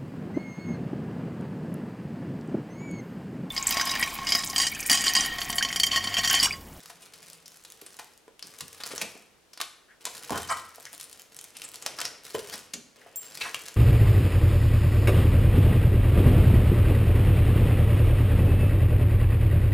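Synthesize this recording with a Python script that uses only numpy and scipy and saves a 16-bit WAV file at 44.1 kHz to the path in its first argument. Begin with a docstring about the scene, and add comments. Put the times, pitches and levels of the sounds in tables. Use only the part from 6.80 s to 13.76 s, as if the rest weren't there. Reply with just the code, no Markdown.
"""A cat noses and paws at slatted window blinds in a small room, heard close up. From the start, fur and
cords rustle by stick-slip friction while slats snap and scrape on each other; a faint hum dies away.
At 3.5 s the bottom rail bumps and judders on the sill, then the stack of slats clacks together. Light
ticks and more snaps lead to a hollow knock of the rail at 5.5 s, with a faint tink of the metal collar
tag. The tag rings clearly at 6.4 s, before a last flurry of scrapes. A steady hush lies under it all."""
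import sys
import numpy as np
from scipy import signal
from scipy.fft import rfft, irfft
from scipy.io import wavfile
from scipy.ndimage import uniform_filter1d

SR = 44100
rng = np.random.default_rng(int(sys.argv[2]) if len(sys.argv) > 2 else 0)


def store_wav(level_fs):
    """Save 16-bit WAV to argv[1]."""
    pcm = np.round(np.clip(np.atleast_2d(level_fs), -1, 1) * 32767)
    wavfile.write(sys.argv[1], SR, pcm.T.astype(np.int16))


N = 306936
TAPS = 2048
BINS = np.fft.rfftfreq(TAPS, 1 / SR)


# slat impacts: t/s, level/dB, body/dB, resonance f/Hz, resonance height/dB, chatter time constant/s
SNAPS = [(0.0998, -51.5, 5.5, 780, 11, 0.0037), (0.219, -55, -5, 9100, 5, 0.012),
         (0.335, -54, -2, 4660, 5, 0.0047), (0.6572, -54, -12, 5440, 11, 0.0062),
         (0.8489, -53, -3, 3950, 3, 0.003), (1.014, -52.5, 0, 12200, 11, 0.0034),
         (1.063, -51, 0.5, 9100, 10, 0.0034), (1.1888, -51.5, 4, 860, -3, 0.0029),
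         (1.1935, -46.5, 7, 805, 10, 0.004), (1.48, -63, 14, 940, 9, 0.0008),
         (1.5934, -55, -2, 3060, 9, 0.0021), (1.6254, -45, 0.5, 4970, 15, 0.0018),
         (1.8072, -42, -15, 1130, 16, 0.0023), (2.001, -46.5, 9.5, 3590, 8, 0.01),
         (2.0361, -41.5, 4.0, 4600, 13, 0.0016), (2.1793, -40.5, 4, 6080, 14, 0.0011),
         (2.2143, -35.5, -2.5, 2490, 9.5, 0.0027), (2.2204, -39.5, 0, 2250, 2, 0.0032),
         (2.7322, -54, -0.5, 5200, 11, 0.0048), (2.7745, -51, 6, 4660, 10, 0.0021),
         (2.801, -44, 8, 3730, 15, 0.0025), (2.8041, -41, 10, 1150, 8, 0.0016),
         (2.8136, -36, -5.5, 3670, 5, 0.0013), (2.8193, -46, -2, 1550, 14, 0.0005),
         (3.253, -37, -4, 7450, 5.5, 0.0017), (3.4958, -44, 3, 940, 20, 0.00026),
         (3.5057, -42, -6.5, 704, 25, 0.00069), (3.5741, -40, -1, 1100, 8, 0.0062),
         (4.0536, -48.5, 2, 5870, 11, 0.00088), (4.1982, -49, -3, 9230, 3, 0.0033),
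         (4.211, -48, -12, 12300, 3, 0.0009), (4.328, -52.5, -11, 7700, 4, 0.0019),
         (4.5888, -49.5, -3.5, 6800, 8, 0.0023), (4.7672, -48, -9, 9500, 5, 0.0031),
         (4.8178, -45.5, -5.0, 2780, 9, 0.0018), (4.942, -50, 0, 7600, 5, 0.002),
         (5.023, -47, -1, 7220, 10, 0.0034), (5.0622, -35, 0, 5500, 4, 0.0023),
         (5.187, -42, 8, 5050, 11.5, 0.0025), (5.2032, -41, 1, 7300, 7, 0.001),
         (5.2143, -37, 2.5, 5660, 2, 0.0023), (5.253, -38, -1.5, 5450, 8, 0.0007),
         (5.5493, -40.5, 10, 634, 13.5, 0.0022), (5.698, -49.5, -2, 12200, 3, 0.00095),
         (5.935, -44, -4.5, 4840, 5, 0.0043), (5.937, -39.5, -3.5, 6520, 9, 0.003),
         (6.611, -38, 7, 2620, 15, 0.0049), (6.745, -37.5, 5, 2800, 11.5, 0.00058),
         (6.7467, -42.5, 5, 2800, 10, 0.00071)]
# spectrum of a struck slat: f/Hz, level/dB
SNAP_SPECTRUM = [(60, -16.5), (250, -3.5), (550, 1.5), (1200, 2.5), (2500, 4), (5000, 2.5), (8000, -2.5),
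                 (11000, -5), (16000, -18.5)]

def snaps(impulse=0.53, rise_share=0.31, relative_width=0.27):
    """Impact excitation: a slat hits its neighbour and chatters; a harder snap bends more and is duller."""
    out, t = np.zeros(N), np.arange(TAPS) / SR
    for s, db, body_db, hz, ring_db, chatter_s in SNAPS:
        age = t / chatter_s
        contact = rng.standard_normal(TAPS) * np.exp(-age) * (1 - np.exp(-age / rise_share))
        contact[0] += impulse
        ripple = 9 * np.log10(uniform_filter1d(abs(rfft(contact)) ** 2, size=15))
        treble_db = 5 - 0.07 * (db + 40)
        tilt = curve([(350, body_db - 3), (1300, body_db), (4000, 0), (10500, treble_db)])
        resonance = amp(ring_db) * peak(hz, relative_width * hz) ** 2
        colour = curve(SNAP_SPECTRUM) + tilt + 10 * np.log10(1 + resonance ** 2)
        response = minimum_phase(colour - ripple)  # keeps the contact itself broadband
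        add(out, s, amp(db) * unit_rms(signal.fftconvolve(contact, response)[:TAPS]))
    return out


# sliding strokes: t/s, duration/s, level/dB, resonance f/Hz, resonance share/dB
SCRAPES = [(0.097, 0.0067, -58, 730, -3), (1.803, 0.016, -44.5, 4800, -4), (2.104, 0.028, -42, 2300, -19),
           (2.198, 0.026, -46.5, 2570, -13), (3.078, 0.067, -59.5, 1670, 20), (3.26, 0.019, -38.5, 830, -6),
           (3.532, 0.056, -40, 1340, 12), (3.684, 0.024, -39, 5400, 11), (3.695, 0.037, -38.5, 8200, 11),
           (4.06, 0.018, -47.5, 1750, 8), (4.125, 0.03, -49.5, 9500, 0), (4.215, 0.045, -51, 9700, 19),
           (4.743, 0.035, -53.5, 2870, -2), (4.837, 0.023, -43.5, 8150, 7), (5.18, 0.037, -42.5, 1350, 10),
           (5.236, 0.044, -40, 5360, 6), (5.717, 0.042, -41.5, 4900, -5), (6.205, 0.024, -57.5, 1890, 12),
           (6.604, 0.031, -38.5, 2450, 17), (6.608, 0.017, -35.5, 3900, 31),
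           (6.609, 0.096, -42.5, 1720, 2.5), (6.638, 0.043, -44, 1040, 9)]
# spectrum of slat friction: f/Hz, level/dB
SCRAPE_SPECTRUM = [(60, -12), (250, -0.5), (800, 2), (2500, 1.5), (5500, -1.5), (10000, -5), (16000, -27)]

def scrapes():
    """Stick-slip friction: one slat slides on another, and the dense slips drive a broad resonance."""
    out, t = np.zeros(N), np.arange(SR // 8) / SR
    for s, length, db, hz, ring_db in SCRAPES:
        swell = np.sin(np.pi * np.minimum(t / length, 1))
        stroke = np.sqrt(2) * swell * slips(len(t), per_s=9000, spread_db=1.5)
        ringing = amp(ring_db) * unit_rms(peak(hz, 250 + .22 * hz) ** 2)
        power = unit_rms(amp(curve(SCRAPE_SPECTRUM))) ** 2 + ringing ** 2
        add(out, s, amp(db) * coloured(stroke, 10 * np.log10(power)))
    return out


# normal modes of a slat: f/Hz, level/dB, T60/s
SLAT_MODES = [(728, 2.5, 0.25), (1100, 0, 0.073), (1343, -11, 0.15), (1960, -12, 0.18), (2270, -7, 0.083)]

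def slat_ring(contacts, gain_db=-60):
    """Free vibration: each contact leaves the slat's modes ringing faintly."""
    return contacts + amp(gain_db) * signal.oaconvolve(contacts, damped_modes(SLAT_MODES))[:N]


# resonances of the hanging stack: f/Hz, width/Hz, level/dB
STACK_RESONANCES = [(710, 260, -9.5), (1052, 200, -3.5), (1310, 140, -3), (1580, 130, -10.5),
                    (1920, 99, -9), (2240, 130, -10), (3030, 250, -16.5)]

def stack_clack(start_s=3.685, length_s=0.054, db=-26):
    """Multiple collisions: the slats swing together and excite the stack's hollow resonances."""
    out, t = np.zeros(N), np.arange(SR // 8) / SR
    swell = np.sin(np.pi * np.minimum(t / length_s, 1)) ** 1.5
    contacts = swell * slips(len(t), per_s=6000, spread_db=1)
    power = sum((amp(level) * unit_rms(peak(hz, width) ** 2)) ** 2 for hz, width, level in STACK_RESONANCES)
    add(out, start_s, amp(db) * coloured(contacts, 10 * np.log10(power + 1e-9)))
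    return out


# slips of a slat edge: t/s, relative level/dB
TICKS = [(0.4838, -36), (0.5008, -30), (0.532, -29), (0.68, -30), (0.7714, -36), (0.8383, -37),
         (0.902, -32), (0.9216, -27.5), (1.1318, -39), (1.1678, -33), (1.2447, -37), (1.3768, -42),
         (1.6706, -31), (1.7874, -27), (1.8812, -29), (1.93, -31), (3.341, -36), (3.6526, -36),
         (3.9584, -33), (4.0067, -34), (4.0267, -36), (4.13, -26.5), (4.149, -31), (4.1786, -29.5),
         (4.23, -32), (4.2417, -32), (4.297, -33), (4.314, -36), (4.375, -36), (4.3962, -30.5),
         (4.419, -32.5), (4.5456, -36.5), (4.566, -27), (4.6127, -29), (4.642, -26.5), (4.839, -29),
         (4.889, -29.5), (4.9172, -30.5), (4.9575, -27), (5.436, -41), (5.6728, -34), (5.726, -36),
         (5.7432, -28), (6.82, -32), (6.9425, -30.5)]
# spectrum of an edge tick: f/Hz, level/dB
TICK_SPECTRUM = [(500, -8.5), (2500, 1), (5500, 7), (10000, 8), (16000, -1.5)]

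def edge_ticks(gain_db=-5, decay_s=0.001, impulse=0.83):
    """Sudden release: a slat edge slips off a cord or a claw; so brief a force gives a bright tick."""
    out, t = np.zeros(N), np.arange(TAPS // 4) / SR
    for s, db in TICKS:
        contact = rng.standard_normal(len(t)) * np.exp(-t / decay_s)
        contact[0] += impulse
        add(out, s, amp(db + gain_db) * coloured(contact, curve(TICK_SPECTRUM)))
    return out


# the cat's pushes along the slats: t/s, duration/s, crackle level/dB, rub level/dB
PUSHES = [(0, 0.085, -53.5, -63.5), (0.204, 0.029, -54.5, -59), (0.331, 0.22, -55, -61.5),
          (0.669, 0.12, -58, -77), (0.844, 0.43, -59.5, -65), (1.64, 0.69, -55.5, -60.5),
          (2.053, 0.12, -43.5, -52), (3.205, 0.059, -55.5, -60), (3.28, 0.21, -49, -57),
          (3.443, 0.33, -45.5, -54.5), (3.77, 0.64, -56, -63), (4.517, 0.18, -58, -63),
          (4.784, 0.51, -56.5, -59), (5.026, 0.27, -61, -53), (5.428, 0.27, -50.5, -60),
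          (5.589, 0.17, -46, -55), (6.157, 0.28, -61.5, -60), (6.416, 0.19, -49.5, -57),
          (6.536, 0.34, -47, -55)]
# spectra of the crackle and of the soft rub: f/Hz, level/dB
CRACKLE_SPECTRUM = [(500, -7.5), (1500, 3.5), (2800, -0.5), (5000, 4), (8000, 1.5), (11000, 0),
                    (16000, -10)]
RUB_SPECTRUM = [(30, -29.5), (85, -0.5), (130, -0.5), (260, -1), (450, 6.5), (900, -2), (1600, -4.5),
                (3000, -1), (8000, -49)]

def rustle(crackle_db=-1, tick_db=-11, rub_db=-1, hiss_share=0.14, rise_s=0.0012):
    """Intermittent friction: fur and cords catch on slat edges, crackling and ticking above a soft rub."""
    catches = bursts(per_s=220, spread_db=3.8, decay_s=0.0018)
    crackle = modulated_noise(np.hypot(catches, hiss_share), CRACKLE_SPECTRUM)
    ticks = modulated_noise(bursts(per_s=28, spread_db=2, decay_s=0.00072), TICK_SPECTRUM)
    rub = coloured(slips(N, per_s=1800, spread_db=3.5), curve(RUB_SPECTRUM))[:N]
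    catching = np.max([held(s, span, db, rise_s, fade_db_per_s=123) for s, span, db, _ in PUSHES], axis=0)
    rubbing = np.max([held(s, span, db, rise_s, fade_db_per_s=63) for s, span, _, db in PUSHES], axis=0)
    return (amp(crackle_db) * crackle + amp(tick_db) * ticks) * catching + amp(rub_db) * rub * rubbing


# blows of the bottom rail; the 5.588 s row adds a close second mode of the 5.546 s knock that beats with it:
# t/s, level/dB, f/Hz, base T60/s, relative thud level/dB
BUMPS = [(1.021, -49, 394, 0.035, -1), (1.479, -43.5, 430, 0.059, -15), (1.641, -60.5, 180, 0.12, 7),
         (1.817, -57, 150, 0.15, 9.5), (2.135, -41.5, 390, 0.049, 4), (2.216, -48.5, 497, 0.24, 6),
         (2.22, -50.5, 213, 0.2, 0), (2.353, -49, 332, 0.039, 4.5), (2.364, -44, 704, 0.034, -11),
         (3.506, -25.5, 616, 0.021, 1), (3.508, -36, 234, 0.072, 2), (3.982, -51.5, 660, 0.03, 4.5),
         (5.062, -37, 640, 0.038, -1.5), (5.546, -22, 428.7, 0.095, -20.5), (5.548, -43, 99, 0.12, -7),
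         (5.588, -39.5, 411, 0.38, -23), (5.742, -50.5, 230.4, 0.25, -8), (5.938, -48.5, 248.4, 0.28, 4),
         (6.262, -47, 715, 0.067, 0)]
# normal modes of the rail: frequency ratio, level/dB, T60 ratio
RAIL_MODES = [(1, 4, 0.67), (1.24, -14, 1.7), (2.37, -13, 0.96), (3.13, -27, 1), (7.2, -1.5, 0.15)]

def rail_bumps(impulse=5):
    """Modal vibration: the rail hits the sill and its inharmonic modes ring hollow over a dull thud."""
    out, t = np.zeros(N), np.arange(SR // 2) / SR
    for s, db, hz, t60, thud_db in BUMPS:
        modes = [(hz * ratio, db + mode_db, t60 * share) for ratio, mode_db, share in RAIL_MODES]
        onset = np.minimum(t * hz, 1)  # rises over one cycle
        add(out, s, onset * damped_modes(modes))
        force = rng.standard_normal(SR // 4) * amp(-60 * t[:SR // 4] / t60)
        force[0] += impulse
        add(out, s, amp(db + thud_db) * coloured(force, 40 * np.log10(peak(hz, width_hz=hz))))
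    return out


# resonances of the sill: f/Hz, width/Hz, level/dB
SILL_RESONANCES = [(90, 21, -2), (199, 100, -4.5), (416, 140, 3), (680, 71, 2), (815, 46, 1.5),
                   (1060, 45, 2), (1390, 87, -12)]

def rail_judder():
    """Forced vibration: the rail sticks and slips once along the resonant sill, and sings faintly."""
    power = sum((amp(db) * unit_rms(peak(hz, width))) ** 2 for hz, width, db in SILL_RESONANCES)
    colour = 10 * np.log10(power + 1e-9) + curve([(1500, -5.5), (4000, -0.5)])
    judder = coloured(slips(N, per_s=1100, spread_db=4.5), colour)[:N]
    judder *= held(3.504, 0.042, db=-35, rise_s=0.0025, fade_db_per_s=227)
    singing = narrow_noise(3114, width_hz=45) * held(3.5, 0.04, db=-52, rise_s=0.0066, fade_db_per_s=70)
    return judder + singing


# strikes of the collar tag: t/s, level/dB
TINKS = [(5.545, -46), (6.359, -26)]
# normal modes of the tag: f/Hz, level/dB, T60/s
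TAG_MODES = [(7460, -9.5, 0.33), (14700, -5, 0.2)]

def collar_tag(tick_db=-5, tick_s=0.0042, twin_db=-7, split_hz=27):
    """Beating: the tag ticks against its ring, then each thin partial interferes with a close twin."""
    out, t = np.zeros(N), np.arange(TAPS) / SR
    twins = [(hz - split_hz, db + twin_db, t60) for hz, db, t60 in TAG_MODES]
    ring = damped_modes(TAG_MODES) - damped_modes(twins)
    colour = curve([(4000, -23), (8000, 0), (15000, -7)])
    for s, db in TINKS:
        add(out, s, amp(db) * ring)
        tick = rng.standard_normal(TAPS) * np.exp(-t / tick_s)
        add(out, s, amp(db + tick_db) * coloured(tick, colour))
    return out


# spectrum of the difference between the two microphone ports: f/Hz, level/dB
SIDE_SPECTRUM = [(100, -40), (1000, -9), (4000, -13), (8000, -13.5), (14000, 1)]

def scattered(x):
    """Scattering: short paths around the camera make the direct sound differ between its two ports."""
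    path = rng.standard_normal(40) * np.hanning(40)
    response = np.convolve(path / np.linalg.norm(path), minimum_phase(curve(SIDE_SPECTRUM)))
    side = signal.oaconvolve(x, response)[:N]
    return np.array([side, -side])


# reverberation times of the window recess and of the room: f/Hz, T60/s
RECESS_DECAY = [(300, 0.19), (3000, 0.15), (14000, 0.037)]
ROOM_DECAY = [(100, 0.95), (400, 0.31), (1400, 0.64), (3500, 0.56), (7000, 0.48), (11000, 0.46),
              (16000, 0.16)]
# likeness of the reflections at the two ports: f/Hz, correlation
COHERENCE = [(100, 0.72), (600, 0.96), (1500, 0.85), (3500, 0.94), (7000, 0.82), (15000, 0.59)]

def reverberation(decay, delay_s):
    """Diffuse field: a stereo tail of reflections, each band decaying exponentially at its own rate."""
    hz, t, bands = signal.stft(rng.standard_normal((2, SR * 2 // 3)), SR, nperseg=256)
    shared = curve(COHERENCE, hz)[:, None]
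    bands[1] = shared * bands[0] + np.sqrt(1 - shared ** 2) * bands[1]
    bands *= amp(-60 * t / curve(decay, hz)[:, None])
    _, tail = signal.istft(bands, SR, nperseg=256)
    tail *= np.clip(np.arange(tail.shape[1]) / SR / delay_s - .5, 0, 1)
    return tail / np.linalg.norm(tail[0])


# spectrum of room and microphone noise: f/Hz, level/dB
HUSH_SPECTRUM = [(25, 1), (90, -8), (200, -5.5), (480, -3), (1000, -9), (5500, -15.5), (10000, -18.5),
                 (16000, -28)]

def background(hush_db=-62):
    """Noise floor: a steady hush, partly coherent between the ports, and a low hum that dies away."""
    left, right, both = (coloured(rng.standard_normal(N), curve(HUSH_SPECTRUM))[:N] for _ in range(3))
    hush = amp(hush_db) * (0.55 * both + 0.78 * np.array([left, right]))
    hum = narrow_noise(167, width_hz=18) * held(0, 0.55, db=-69, rise_s=0.0066, fade_db_per_s=40)
    return hush + hum


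def amp(db):
    """Amplitude ratio of a level in decibels."""
    return 10 ** (np.asarray(db) / 20)


def unit_rms(x):
    """Normalisation to unit power."""
    return x / np.sqrt(np.mean(x ** 2) + 1e-20)


def curve(points, hz=BINS):
    """Interpolation on a logarithmic frequency axis."""
    f, value = np.transpose(points)
    return np.interp(np.log(hz + 1), np.log(f + 1), value)


def add(mix, s, sound):
    """Superposition of a sound onto the mix at time s."""
    part = mix[round(s * SR):][:len(sound)]
    part += sound[:len(part)]


def minimum_phase(db):
    """Causality: the sharp-fronted impulse response that has this spectrum."""
    log_gain = np.log(amp(np.r_[db, db[-2:0:-1]]) + 1e-5)
    return irfft(np.exp(np.conj(signal.hilbert(log_gain)))[:len(db)])


def coloured(x, db):
    """Linear filtering by a body with this spectrum and unit power gain."""
    body = minimum_phase(db)
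    return signal.oaconvolve(x, body / np.linalg.norm(body))


def peak(hz, width_hz):
    """Resonance curve of a damped oscillator, 1 at its centre."""
    return 1 / np.sqrt(1 + ((BINS ** 2 - hz ** 2) / ((BINS + 1) * width_hz)) ** 2)


def damped_modes(modes):
    """Free decay after a blow: one dying sine for each row of f/Hz, level/dB, T60/s."""
    t = np.arange(SR // 2) / SR
    return sum(amp(db - 60 * t / t60) * np.sin(2 * np.pi * hz * t) for hz, db, t60 in modes)


def slips(size, per_s, spread_db):
    """Stick-slip as a Poisson process: tiny impulses, a few much larger than the rest."""
    chance, strength, sign = rng.random((size, 3)).T
    strength = np.minimum(-np.log(1 - strength), 4)
    return unit_rms((chance < per_s / SR) * amp(spread_db * strength) * np.sign(sign - .5))


def bursts(per_s, spread_db, decay_s):
    """Relaxation: an envelope that jumps at each random slip and decays exponentially."""
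    energy = signal.lfilter([1], [1, -np.exp(-2 / (decay_s * SR))], slips(N, per_s, spread_db) ** 2)
    return unit_rms(np.sqrt(energy))


def modulated_noise(envelope, spectrum):
    """Amplitude modulation: noise follows the envelope, then takes on the spectrum."""
    return coloured(unit_rms(envelope * rng.standard_normal(N)), curve(spectrum))[:N]


def narrow_noise(hz, width_hz):
    """Narrow-band noise: neighbouring components beat, giving a rough, wavering tone."""
    band = 1 / (1 + ((np.fft.rfftfreq(N, 1 / SR) - hz) / width_hz) ** 4)
    return unit_rms(irfft(rfft(rng.standard_normal(N)) * band, N))


def held(start_s, length_s, db, rise_s, fade_db_per_s):
    """Envelope with a linear rise, a plateau and an exponential decay."""
    age = np.arange(N) / SR - start_s
    return np.clip(age / rise_s, 0, 1) * amp(db - fade_db_per_s * np.maximum(age - length_s, 0))


def spots(x, count=3, step_s=0.023):
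    """Distributed source: the sound passes round several spots on the blind at constant power."""
    turn = np.arange(N) / SR / step_s
    offsets = [(turn - k + count / 2) % count - count / 2 for k in range(count)]
    return [x * np.cos(np.pi / 2 * np.clip(offset, -1, 1)) for offset in offsets]


def scene(recess_db=-8, room_db=-9):
    """Superposition: direct sound, quick reflections from the window recess, the room and its low boom."""
    slats = slat_ring(snaps(), gain_db=-61) + slat_ring(scrapes(), gain_db=-53)
    direct = slats + stack_clack() + edge_ticks() + rustle() + rail_bumps() + rail_judder() + collar_tag()
    boom = signal.oaconvolve(direct, damped_modes([(85, -61, 0.8)]))[:N]  # the room's lowest mode
    out = direct + boom + background()
    for spot in spots(direct):
        recess = amp(recess_db) * reverberation(RECESS_DECAY, delay_s=0.0023)
        room = amp(room_db) * reverberation(ROOM_DECAY, delay_s=0.0086)
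        out += scattered(spot) + signal.oaconvolve(spot[None], recess + room, axes=1)[:, :N]
    return out


# level of the left port over the right: f/Hz, level/dB
PORT_LEVEL = [(60, -3), (200, -2.5), (500, -1), (1300, 1), (4000, 1.5), (8000, 0), (15000, 1.5)]
# lead of the left port over the right: f/Hz, phase/rad
PORT_PHASE = [(30, 0.23), (260, 0.4), (5000, 0.2), (16000, 0.072)]

def record(dry, low_cut_hz=45, high_cut_hz=16200):
    """Spaced receivers: two close ports differ in level and phase, and pass a limited band."""
    hz = np.fft.rfftfreq(N, 1 / SR)
    left = amp(curve(PORT_LEVEL, hz) / 2) * np.exp(.5j * curve(PORT_PHASE, hz))
    heard = irfft(rfft(dry) * np.array([left, 1 / left]), N)
    heard = signal.sosfilt(signal.butter(2, low_cut_hz, "highpass", fs=SR, output="sos"), heard)
    lowpass = signal.firwin(511, high_cut_hz, window=("kaiser", 9), fs=SR)
    return signal.oaconvolve(heard, lowpass[None], "same")


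dry = scene()
out = record(dry)
store_wav(out)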